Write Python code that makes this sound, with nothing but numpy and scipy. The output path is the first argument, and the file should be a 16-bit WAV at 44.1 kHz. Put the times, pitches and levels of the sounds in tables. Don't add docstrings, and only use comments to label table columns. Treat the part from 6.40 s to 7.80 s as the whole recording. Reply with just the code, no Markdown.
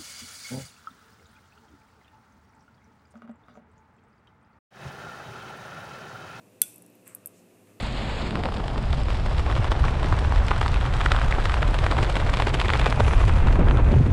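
import sys
import numpy as np
from scipy import signal
from scipy.fft import rfft, irfft, next_fast_len
from scipy.io import wavfile
from scipy.ndimage import map_coordinates

SR = 44100
rng = np.random.default_rng(int(sys.argv[2]) if len(sys.argv) > 2 else 0)


def unload_wav(signal):
    wavfile.write(
        sys.argv[1],
        SR,
        np.round(np.clip(np.atleast_2d(signal).T, -1, 1) * 32767).astype(np.int16),
    )


N = 61739

# (time [s], level [dB])
BEAD_SPLITS = [(.2173, -2)]
# (time [s], level [dB], relative level of the high ring [dB])
FINE_CRACKS = [(.3427, -51, 12), (0.3592, -37.5, -6), (0.381, -48.5, 12.5), (0.422, -40.5, -5),
               (0.4624, -47, -2), (.4998, -61.5, 13), (.5527, -59.5, 15), (.6773, -39.5, 7),
               (0.7492, -30.5, 7), (0.859, -27, 6), (.8720, -30, 1)]
# (frequency [Hz], relative level [dB], t60 [s])
PING_MODES = [(8717, 0, 0.0057), (10500, 4, 0.0055), (11200, -13, 0.015), (12240, -20.5, 0.012),
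              (14700, -12.5, 0.0061)]
BOWL_MODES = [(1452, -45, .13), (3435, -29, .078), (6075, -31, .055), (6110, -58, .5), (9240, -19, .02)]
KNOCK_MODES = [(175, -32.5, 0.026), (450, -40, 0.0059), (2305, -33, 0.014), (3984, -17, .006)]
# (frequency [Hz], relative density [dB])
SPLIT_SPECTRUM = [(100, -12), (900, -32), (2000, -13), (4000, -5.5), (5200, -18.5), (8500, 4), (11000, 3),
                  (15000, -9.5)]
CRACK_SPECTRUM = [(100, -50), (4500, -53), (6500, -19), (8500, -3.5), (11000, 3), (13500, -15),
                  (15500, -9.5)]
TAIL_SPECTRUM = [(200, -25), (1200, -27), (2000, -19.5), (2600, -2.5), (2950, -18), (3450, -9),
                 (4000, -15.5), (5700, -14), (6100, -10), (6500, -17), (8400, 3), (9400, 1.5), (11000, -3),
                 (12500, -3), (13100, -5), (13700, -14), (15500, -19.5)]
RUSTLE_BODY_SPECTRUM = [(500, -19), (1000, -7), (1200, 3.5), (1600, -1.5), (2500, 2.5), (3300, -9.5),
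                        (5000, -20), (9000, -18)]
RUSTLE_TREBLE_SPECTRUM = [(3000, -25), (6500, -11), (7500, 1.5), (8400, 5.5), (9200, -3), (11000, -11.5),
                          (13000, -11), (15500, -20)]
FIZZ_SPECTRUM = [(800, -26), (2300, -2), (3500, -7), (5500, -2.5), (7200, 3.5), (9500, -2.5), (12000, -13),
                 (15000, -20)]
AIR_SPECTRUM = [(30, -26), (75, -20), (105, -13.5), (150, -6), (200, 1.5), (300, -2), (500, -6), (750, -11),
                (1100, -17), (2000, -26), (5000, -47.5)]
HISS_SPECTRUM = [(500, -13), (1500, -1), (2250, 2.5), (2650, 8.5), (3100, -2), (4800, -4), (8300, 0.5),
                 (11500, -2.5), (13200, -3.5), (15300, -5.5)]
# (delay [s], level [dB])
EARLY_ECHOES = [(.0042, -19), (.0099, -24), (0.0169, -31.5), (0.0196, -26)]
# (frequency [Hz], t60 [s])
TAIL_T60 = [(200, .3), (2500, .48), (6000, 0.6), (9000, .38), (14000, 0.43)]
# (peak time [s], level [dB], relative treble [dB], rise [s], base t60 [s])
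SOFT_RUSTLES = [(.672, -56.5, 2.5, .02, 0.4), (1.273, -63.5, -8, 0.0076, .25)]
# (frequency [Hz], t60 factor [ratio])
RUSTLE_LINGER = [(1200, 2.2), (2500, 0.66), (5000, .8), (8300, 0.91), (13000, 1.1)]
# (frequency [Hz], relative level [dB])
FAN_TONES = [(102.3, -71), (118.4, -70), (177.6, -69), (236.9, -72), (296.1, -70.5), (360.7, -70.5),
             (409.1, -72), (473.7, -78), (511.4, -71), (597.5, -78.5), (651.4, -74.5)]


def bead_split(noise_db=-6, noise_t60_s=.008):
    out = np.zeros(N)
    for start, db in BEAD_SPLITS:
        t = since(start)
        fracture = amp(noise_db) * noise(SPLIT_SPECTRUM) * fade(t, noise_t60_s, attack_s=.0001)
        bowl = ring(t, BOWL_MODES + KNOCK_MODES, attack_s=.0001)
        out += amp(db) * (fracture + ping(t, high_db=0) + bowl)
    return out


def fine_cracks(noise_db=-2.5, noise_t60_s=.013, ping_db=-.5, detune=.0042, damping_db_per_s=1500):
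    out = np.zeros(N)
    for start, db, high_db in FINE_CRACKS:
        t = since(start)
        fracture = amp(noise_db) * noise(CRACK_SPECTRUM) * fade(t, noise_t60_s, attack_s=.00016)
        pitch_ratio = 1 + detune * rng.standard_normal()
        tone = ping(t * pitch_ratio, high_db) * amp(ping_db - damping_db_per_s * t)
        out += amp(db) * (fracture + tone)
    return out


def ping(t, high_db, high_hz=13000, high_t60_s=.0115):
    high_ring = ring(t, [(high_hz, high_db, high_t60_s)], attack_s=.00043)
    return ring(t, PING_MODES, attack_s=.00034) + high_ring


def room(cracks, tail_db=-38, fine_offset_db=-.5):
    early = sum(amp(db) * np.pad(cracks, (int(delay * SR), 0))[:N] for delay, db in EARLY_ECHOES)
    events = BEAD_SPLITS + [(start, db + fine_offset_db) for start, db, _ in FINE_CRACKS]

    def tails(t, hz):
        t60 = along(TAIL_T60, hz)
        power = sum((amp(db) * fade(np.maximum(t - start, 0), t60, attack_s=.002)) ** 2
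                    for start, db in events)
        return np.sqrt(power)

    return early + amp(tail_db) * shaped_noise(TAIL_SPECTRUM, tails)


def rustles():
    out = np.zeros(N)
    for peak, db, treble_db, rise, base_t60 in SOFT_RUSTLES:
        def swell(t, hz):
            t60 = base_t60 * along(RUSTLE_LINGER, hz)
            growth = 2 * np.minimum(t - peak, 0) / rise
            decay = np.log(1000) * np.maximum(t - peak, 0) / t60
            return np.exp(growth - decay)

        body = shaped_noise(RUSTLE_BODY_SPECTRUM, swell)
        treble = amp(treble_db) * shaped_noise(RUSTLE_TREBLE_SPECTRUM, swell)
        out += amp(db) * (body + treble)
    return out


def fizz(peak_s=.98, width_s=.041, level_db=-65.5):
    swell = np.exp(-((since(0) - peak_s) / width_s) ** 2)
    return amp(level_db) * noise(FIZZ_SPECTRUM) * swell


def fan(hum_db=-.5, air_db=-60.5, hiss_db=-66.5, waver_db=3, drift_rad=.46):
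    t = since(0)
    hum = np.zeros(N)
    for hz, db in FAN_TONES:
        rms = amp(db + waver_db * wobble(knots_per_s=6.97))
        phase = 2 * np.pi * (hz * t + rng.random()) + drift_rad * wobble(knots_per_s=5.5)
        hum += np.sqrt(2) * rms * np.sin(phase)
    return amp(hum_db) * hum + amp(air_db) * noise(AIR_SPECTRUM) + amp(hiss_db) * noise(HISS_SPECTRUM)


def amp(db):
    return 10 ** (np.asarray(db) / 20)


def since(start):
    return np.maximum(np.arange(N) / SR - start, 0)


def fade(t, t60, attack_s):
    return np.exp(-np.log(1000) * t / t60) * (1 - np.exp(-t / attack_s))


def ring(t, modes, attack_s):
    return sum(amp(db) * fade(t, t60, attack_s) * np.sin(2 * np.pi * hz * t) for hz, db, t60 in modes)


def wobble(knots_per_s):
    return map_coordinates(rng.standard_normal(256), [np.arange(N) * knots_per_s / SR], mode="mirror")


def along(points, hz):
    frequencies, values = np.transpose(points)
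    return np.interp(np.log(hz + 1), np.log(frequencies + 1), values)


def filtered(x, response):
    size = next_fast_len(N + SR // 2)
    return irfft(rfft(x, size) * response(np.fft.rfftfreq(size, 1 / SR)), size)[:N]


def noise(spectrum):
    x = filtered(rng.standard_normal(N), lambda hz: amp(along(spectrum, hz)))
    return x / np.sqrt(np.mean(x ** 2) + 1e-20)


def shaped_noise(spectrum, envelope):
    hz, t, bands = signal.stft(noise(spectrum), SR, nperseg=128)
    return signal.istft(bands * envelope(t, hz[:, None]), SR, nperseg=128)[1][:N]


def scene():
    cracks = bead_split() + fine_cracks()
    return (cracks + room(cracks) + rustles() + fizz() + fan())[None]


def record(dry, ceiling=.85, top_hz=15350):
    rounded = dry[0] / (1 + (dry[0] / ceiling) ** 4) ** (1 / 4)
    return filtered(rounded, lambda hz: 1 / np.sqrt(1 + (hz / top_hz) ** 160))[None]


dry = scene()
out = record(dry)
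unload_wav(out)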